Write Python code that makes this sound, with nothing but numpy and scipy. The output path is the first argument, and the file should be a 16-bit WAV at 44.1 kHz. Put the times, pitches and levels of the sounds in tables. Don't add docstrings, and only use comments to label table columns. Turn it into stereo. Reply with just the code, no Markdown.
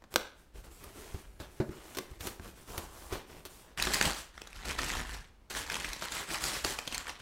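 import sys
import numpy as np
from scipy import signal
from scipy.fft import rfft, irfft
from scipy.io import wavfile
from scipy.ndimage import uniform_filter1d

SR = 44100
rng = np.random.default_rng(int(sys.argv[2]) if len(sys.argv) > 2 else 0)


def generate_wav(sig):
    pcm = np.round(np.clip(np.atleast_2d(sig).T, -1, 1) * 32767).astype(np.int16)
    wavfile.write(sys.argv[1], SR, pcm)


N = 318038
TIME_S = np.arange(N) / SR

# start in seconds, air push in dB, wall ring in dB, crack in dB,
# crack decay in seconds, hardness as a tilt in dB per octave.
BLOWS = [(0.022, -58, -58, -48.5, 0.0043, -8), (0.04, -56, -50, -43.5, 0.0046, -7.5),
         (0.141, -39, -32, -31, 0.0011, 2.5), (0.1598, -55, -24.5, -11, 0.0021, -2),
         (0.84, -42, -40.5, -39.5, .006, 10), (1.144, -23.5, -31.5, -38, 0.0078, -7),
         (1.401, -31, -34, -34, 0.016, -4.5), (1.6012, -40, -13.5, -24, 0.02, -10.5),
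         (1.692, -31, -25.5, -40, 0.0044, -9), (1.949, -57, -48, -35, 0.011, -0.5),
         (1.971, -48, -26.5, -29, 0.0076, 3), (1.986, -54, -25.5, -25, 0.004, 0),
         (2.113, -32.5, -45, -51, .004, 2), (2.208, -32, -38, -33, 0.0074, 1.5),
         (2.271, -34, -30.5, -27, .007, 3.5), (2.397, -31.5, -37, -37, 0.0025, -9.5),
         (2.779, -26.5, -31.5, -26.5, 0.0068, 4.5), (3.125, -26, -26, -28.5, 0.034, 0.5),
         (3.4523, -45, -37, -32.5, 0.015, 3), (3.871, -47, -23.5, -41, 0.0054, -3.5),
         (4.064, -21.5, -23, -48, .005, -15), (6.651, -45, -25, -29, 0.01, -3)]
# nominal frequency in Hz, relative level in dB, t60 in seconds.
WALL_MODES = [(154.4, -3.5, 0.057), (226.6, -6.5, 0.13), (315.3, -1, 0.082), (372.5, 7, 0.059),
              (398, -1, 0.039), (606, -10, 0.15), (1220, -15.5, 0.16)]
# frequency in Hz, width in Hz, relative level in dB.
BOARD_MODES = [(567, 910, 4), (830, 130, -9), (1560, 460, 3), (2900, 110, -23.5), (3800, 2740, 4.5),
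               (5060, 120, 1.5), (5870, 920, -4.5), (8600, 670, 0.5), (11700, 4400, -5)]
# start in seconds, length in seconds, rise in seconds,
# board rub in dB, cloth hiss in dB, pushed air in dB.
STROKES = [(0.101, 0.11, 0.024, -55, -57.5, -62), (0.332, 0.087, 0.066, -64, -68.5, -68),
           (0.533, 0.053, 0.031, -56.5, -61, -46.5), (0.631, 0.016, 0.015, -55.5, -59.5, -50),
           (0.702, 0.1, 0.013, -61.5, -60.5, -61), (0.78, 0.12, 0.044, -54.5, -59.5, -53),
           (0.906, 0.29, 0.065, -51.5, -56, -57), (1.224, 0.16, 0.021, -66, -71, -55),
           (1.391, 0.026, 0.015, -48, -57.5, -52), (1.465, 0.22, 0.059, -61.5, -64, -68),
           (1.698, .11, 0.015, -53, -62.5, -60), (1.796, 0.24, 0.047, -54, -57.5, -70),
           (2.075, 0.083, 0.026, -58.5, -66, -54), (2.187, 0.071, 0.086, -42, -43, -52),
           (2.395, 0.089, 0.051, -51, -57, -51), (2.541, 0.093, .03, -57, -60.5, -58),
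           (2.654, 0.18, 0.049, -47.5, -52, -50), (2.866, 0.23, 0.1, -53, -54.5, -56),
           (3.095, 0.029, 0.04, -37.5, -50, -47), (3.252, .14, 0.05, -53, -60.5, -63),
           (3.48, 0.14, 0.023, -58.5, -58.5, -70), (3.632, 0.096, .01, -61.5, -74, -64)]
# time in seconds, resonance in Hz, level in dB.
FLAP_DRAG = [(2.41, 1500, -90), (2.46, 1540, -58), (2.6, 1170, -109), (2.745, 950, -50), (2.87, 1030, -67),
             (2.98, 1100, -64), (3.2, 940, -73), (3.5, 1010, -82)]
# start in seconds, length in seconds, rise in seconds,
# level in dB, extra treble in dB, pushed air in dB.
SQUEEZES = [(3.771, 0.17, 0.016, -34, -2, -45.5), (3.918, 0.07, 0.014, -33.5, 0.5, -48),
            (4.003, 0.068, 0.034, -30, -1, -46), (4.127, 0.066, 0.04, -44.5, 4, -64),
            (4.332, 0.21, 0.017, -56, -3, -59), (4.533, 0.11, 0.029, -46.5, -8, -52),
            (4.644, 0.078, 0.0097, -37.5, -3.5, -42), (4.769, 0.23, 0.021, -35.5, -4.5, -40),
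            (5.053, 0.11, 0.042, -43.5, -3.5, -46), (5.498, 0.023, 0.0035, -42, 1.5, -56),
            (5.539, 0.035, 0.031, -36, 2.5, -46), (5.64, .06, 0.035, -45, -5, -60),
            (5.694, 0.12, .02, -38, -3, -53), (5.837, 0.061, .015, -43, -0.5, -48),
            (5.91, 0.097, 0.016, -46.5, -1.5, -60), (6.007, 0.048, 0.015, -38.5, -4, -63),
            (6.082, 0.12, 0.064, -38, 1, -55), (6.261, 0.098, .045, -36.5, -1, -53),
            (6.392, 0.098, 0.054, -35, 2.5, -48), (6.511, 0.066, 0.031, -39.5, 3.5, -55),
            (6.638, 0.075, 0.006, -37, 2.5, -48), (6.778, 0.14, 0.0087, -49, -1, -66),
            (6.907, 0.07, .025, -43.5, -6, -51.5), (6.975, 0.081, .01, -48.5, -4.5, -69),
            (7.053, 0.031, 0.038, -40, -5.5, -57), (7.186, 0.017, 0.014, -47, -6, -52)]
# start in seconds, level in dB, ring centre in Hz, decay in seconds.
CREASES = [(3.7753, -32, 1790, 0.0036), (3.799, -22.5, 2580, 0.0023), (3.824, -18, 4200, 0.0014),
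           (3.87, -21, 1580, 0.0026), (3.9363, -21, 4500, 0.0011), (3.9422, -18, 4660, 0.0037),
           (4.012, -13.5, 2100, 0.0015), (4.025, -23, 3800, 0.0017), (4.052, -23, 2680, .004),
           (4.3779, -35.5, 1610, 0.0013), (4.4174, -33.5, 2900, 0.0017), (4.472, -39, 3800, 0.0033),
           (4.53, -39.5, 2470, 0.00068), (4.789, -21, 1730, 0.0026), (5.55, -29.5, 1700, 0.00085),
           (5.699, -24.5, 2340, 0.0016), (5.7433, -26, 3300, 0.00071), (5.754, -25.5, 2380, 0.0032),
           (5.8444, -24, 2480, 0.0079), (5.931, -28, 3930, .0047), (6.023, -28, 1290, 0.0028),
           (6.12, -27, 4100, 0.0057), (6.344, -27, 2440, 0.0013), (6.4385, -22.5, 4400, 0.0027),
           (6.647, -19.5, 2900, 0.0019), (6.7876, -24.5, 2880, 0.0031), (6.8754, -25, 3350, 0.0034),
           (6.9237, -28, 2900, 0.0066), (6.9445, -23.5, 4230, 0.007), (6.98, -25.5, 4600, 0.00022),
           (7.069, -33, 2020, .002), (7.094, -29, 2310, .003)]
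# frequency in Hz, relative density in dB per Hz.
PAPER_SPECTRUM = [(60, -14.5), (150, -2.5), (340, -0.5), (550, -3), (1000, -1), (1700, -1), (2500, -3.5),
                  (4800, -5), (6000, -7), (8000, -7.5), (11000, -14), (16000, -20.5)]
RUB_SPECTRUM = [(100, 0.5), (220, -1), (380, 2.5), (600, -3.5), (1200, -6), (3000, -11), (6000, -19.5),
                (16000, -67)]
CLOTH_SPECTRUM = [(500, -17), (2000, -4.5), (4000, 0.5), (8500, 5), (11000, 1.5), (13500, 0.5),
                  (16000, -4.5)]
RUMBLE_SPECTRUM = [(10, -49.5), (28, 5), (52, 7.5), (85, -3), (130, -10.5), (250, -20.5), (600, -63)]
AIR_SPECTRUM = [(15, -8), (55, -36.5), (130, -16), (350, -21), (2200, -34), (4000, -38), (16000, -50)]
# frequency in Hz, t60 in seconds.
ROOM_T60 = [(100, 0.35), (1200, 0.46), (3700, 0.43), (8000, 0.29), (16000, 0.2)]
# frequency in Hz, relative level in dB.
REFLECTION_COLOUR = [(100, -2), (400, 5.5), (1400, 3.5), (4000, 2.5), (8000, 2.5), (16000, 3.5)]

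STROKE_SAG_DB_PER_S, STROKE_STOP_DB_PER_S = 8, 175
PAPER_SAG_DB_PER_S, PAPER_SETTLE_DB_PER_S, TREBLE_SETTLE_DB_PER_S = 12.5, 174, 203
FLUTTER_STOP_DB_PER_S, RESTING_RUMBLE_DB = 95.5, -64
SLIDING_SHARE, SLIDING_SHARE_PER_DB = 0.47, 0.12
TREBLE_SPLIT_HZ, AIR_DB, EDGE_HZ = 4800, -66, 15900


def knocks(size=8192):
    out = np.zeros(N)
    t_s = np.arange(size) / SR
    crack_low_cut = signal.butter(2, 300, "high", fs=SR, output="sos")
    for start_s, push_db, wall_db, crack_db, decay_s, tilt_db in BLOWS:
        push = np.sin(2 * np.pi * 80 * t_s) * np.exp(-t_s / 0.0082) * (1 - np.exp(-t_s / 0.0011))
        crack = signal.sosfilt(crack_low_cut, board_crack(t_s, decay_s, tilt_db))
        add(out, start_s, blow(push, push_db))
        add(out, start_s, blow(wall_ring(t_s, tilt_db), wall_db))
        add(out, start_s, blow(crack, crack_db))
    return out


def wall_ring(t_s, tilt_db):
    ring = np.zeros(len(t_s))
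    for hz, db, t60_s in WALL_MODES:
        gain = gain_of(db + tilt_db * np.log2(hz) - 60 * t_s / t60_s)
        ring += gain * np.sin(2 * np.pi * hz * rng.uniform(0.88, 1.04) * t_s)
    return ring * (1 - np.exp(-t_s / .0012))


def board_crack(t_s, decay_s, tilt_db):
    board = np.zeros(len(t_s))
    for k, (hz, width_hz, db) in enumerate(BOARD_MODES):
        gain = (-1) ** k * gain_of(db + tilt_db * np.log2(hz)) * width_hz
        board += gain * np.exp(-np.pi * width_hz * t_s) * np.sin(2 * np.pi * hz * t_s)
    slips = burst(decay_s, rise_s=0.00031)
    slips[0] += 8
    return signal.fftconvolve(slips, board)


def slide():
    rub_db, hiss_db = np.transpose(STROKES)[3:5]
    rub_gain = effort(STROKES, rub_db, STROKE_SAG_DB_PER_S, STROKE_STOP_DB_PER_S)
    hiss_gain = effort(STROKES, hiss_db, STROKE_SAG_DB_PER_S, STROKE_STOP_DB_PER_S)
    drag_hz, drag_db = follow(FLAP_DRAG)
    slips = crackle(per_s=2500, spread_db=3.3, cap=4)
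    rub = patchy(shaped(slips, RUB_SPECTRUM), patch_db=1.3, span_s=.04, span_hz=250)
    fibres = crackle(per_s=9000, spread_db=2.6, cap=5)
    hiss = patchy(shaped(fibres, CLOTH_SPECTRUM), patch_db=1.2, span_s=.04, span_hz=700)
    drag = resonate(slips, drag_hz, width_hz=910)
    drag = evened(resonate(drag, drag_hz, width_hz=910))
    return rub_gain * rub + hiss_gain * hiss + gain_of(drag_db) * drag


def rustle():
    level_db, treble_db = np.transpose(SQUEEZES)[3:5]
    body_gain = effort(SQUEEZES, level_db, PAPER_SAG_DB_PER_S, PAPER_SETTLE_DB_PER_S)
    treble_gain = effort(SQUEEZES, level_db + treble_db, PAPER_SAG_DB_PER_S, TREBLE_SETTLE_DB_PER_S)
    bright_db = 20 * np.log10((treble_gain + 1e-9) / (body_gain + 1e-9))
    sliding = np.clip(SLIDING_SHARE + SLIDING_SHARE_PER_DB * bright_db, .2, .85)
    rubbing = shaped(rng.standard_normal(N), PAPER_SPECTRUM)
    sheet = np.sqrt(1 - sliding) * evened(facet_grains()) + np.sqrt(sliding) * rubbing
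    sheet = patchy(sheet, patch_db=1.7, span_s=.02, span_hz=500)
    body = signal.sosfiltfilt(signal.butter(1, TREBLE_SPLIT_HZ, fs=SR, output="sos"), sheet)
    return body_gain * body + treble_gain * (sheet - body)


def facet_grains(count=24):
    clicks = crackle(per_s=1900, spread_db=4.6, cap=4.2)
    which = rng.integers(0, count, N)
    grains = np.zeros(N)
    for k, hz in enumerate(np.geomspace(800, 12000, count)):
        response = causal(facet_db(hz, lift_db=9, octaves=.3))
        ring = signal.fftconvolve(response, burst(decay_s=.0006, rise_s=.0002, size=256))
        grains += signal.oaconvolve(clicks * (which == k), blow(ring, 0))[:N]
    return grains


def snaps():
    out = np.zeros(N)
    for start_s, db, hz, decay_s in CREASES:
        tilt_db = 7.6 * np.log2(hz / 3200) * np.log2(1 + bins_hz() / 4000)
        overtones_db = 5 * np.cos(2 * np.pi * (bins_hz() - hz) / rng.uniform(1800, 3800))
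        ring = causal(facet_db(hz, lift_db=6.5, octaves=1.0) + tilt_db + overtones_db)
        snap = signal.fftconvolve(burst(decay_s, rise_s=.0005), ring)
        add(out, start_s, blow(snap, db))
        strain = burst(decay_s=.003, rise_s=.0004, size=512)[::-1]
        add(out, start_s - len(strain) / SR, blow(signal.fftconvolve(strain, ring), db - 18))
    return out


def rumble():
    moves = STROKES + SQUEEZES
    pushed_db = [row[-1] for row in moves]
    pushed_gain = effort(moves, pushed_db, STROKE_SAG_DB_PER_S, FLUTTER_STOP_DB_PER_S)
    flutter = shaped(rng.standard_normal(N), RUMBLE_SPECTRUM)
    return np.hypot(pushed_gain, gain_of(RESTING_RUMBLE_DB)) * flutter


def room(x, wet_db, build_s, count=3):
    t_s = np.arange(SR // 2) / SR
    out = x.copy()
    for k in range(count):
        echoes = rng.standard_normal(len(t_s)) * (rng.random(len(t_s)) < 3000 / SR)
        taps = echoes * (1 - np.exp(-t_s / build_s))
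        hz, frame_s, z = signal.stft(taps, SR, nperseg=256)
        colour_db = read(REFLECTION_COLOUR, hz)[:, None]
        decay_db = 60 * frame_s / read(ROOM_T60, hz)[:, None]
        tail = signal.istft(z * gain_of(colour_db - decay_db), SR)[1]
        share = np.sqrt(2 / count) * np.cos(np.pi * (TIME_S + k / count))
        out += gain_of(wet_db) * signal.fftconvolve(x * share, tail / np.linalg.norm(tail))[:N]
    return out


def room_air():
    return gain_of(AIR_DB) * shaped(rng.standard_normal(N), AIR_SPECTRUM)


def effort(rows, levels_db, sag_db_per_s, stop_db_per_s):
    power = np.zeros(N)
    t_s = np.arange(SR) / SR
    for (start_s, length_s, rise_s, *_), db in zip(rows, levels_db):
        fall_db = sag_db_per_s * np.minimum(t_s, length_s) + stop_db_per_s * np.maximum(t_s - length_s, 0)
        add(power, start_s, (np.minimum(t_s / rise_s, 1) * gain_of(db - fall_db)) ** 2)
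    return np.sqrt(power)


def burst(decay_s, rise_s, size=4096):
    t_s = np.arange(size) / SR
    return rng.standard_normal(size) * (1 - np.exp(-t_s / rise_s)) * np.exp(-t_s / max(decay_s, 1 / SR))


def crackle(per_s, spread_db, cap):
    size = gain_of(spread_db * np.minimum(rng.exponential(1, N), cap))
    return size * rng.choice([-1, 1], N) * (rng.random(N) < per_s / SR)


def facet_db(hz, lift_db, octaves):
    distance = np.log2((bins_hz() + 1) / hz) / octaves
    return read(PAPER_SPECTRUM, bins_hz()) + lift_db * np.exp(-.5 * distance ** 2)


def patchy(x, patch_db, span_s, span_hz, size=512):
    z = signal.stft(x, SR, nperseg=size)[2]
    field = rng.standard_normal(z.shape)
    for _ in range(2):
        field = uniform_filter1d(field, max(1, round(span_hz * size / SR)), axis=0)
        field = uniform_filter1d(field, max(1, round(span_s * 2 * SR / size)), axis=1)
    return evened(signal.istft(z * gain_of(patch_db * evened(field)), SR)[1][:N])


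def resonate(x, hz, width_hz):
    turn = np.exp(2j * np.pi * np.cumsum(hz) / SR)
    r = np.exp(-np.pi * width_hz / SR)
    return 2 * (turn * signal.lfilter([1 - r], [1, -r], x / turn)).real


def causal(db):
    log_gain = np.log(gain_of(np.maximum(db, -100)))
    mirrored = np.r_[log_gain, log_gain[-2:0:-1]]
    return np.fft.ifft(np.exp(np.conj(signal.hilbert(mirrored)))).real


def shaped(x, spectrum):
    gain = gain_of(read(spectrum, np.fft.rfftfreq(N, 1 / SR)))
    return evened(irfft(rfft(x) * gain, N))


def bins_hz(size=1024):
    return np.fft.rfftfreq(size, 1 / SR)


def read(points, hz):
    table_hz, value = np.transpose(points)
    return np.interp(np.log(hz + 1), np.log(table_hz + 1), value)


def follow(rows):
    s, *columns = np.transpose(rows)
    return [np.interp(TIME_S, s, column) for column in columns]


def gain_of(db):
    return 10 ** (np.asarray(db) / 20)


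def evened(x):
    return x / np.sqrt(np.mean(x ** 2) + 1e-20)


def blow(x, db):
    return gain_of(db) * x * np.sqrt(SR / 1000 / (np.sum(x ** 2) + 1e-20))


def add(mix, start_s, sound):
    part = mix[max(0, round(start_s * SR)):][:len(sound)]
    part += sound[:len(part)]


def scene():
    box = room(knocks() + slide(), wet_db=-12, build_s=0.0015)
    paper = room(rustle() + snaps(), wet_db=-11, build_s=.004)
    return np.tile(box + paper + rumble() + room_air(), (2, 1))


def record(dry):
    low_pass = signal.firwin(301, EDGE_HZ, window=("kaiser", 8), fs=SR)
    return signal.oaconvolve(dry, low_pass[None], "same")


dry = scene()
out = record(dry)
generate_wav(out)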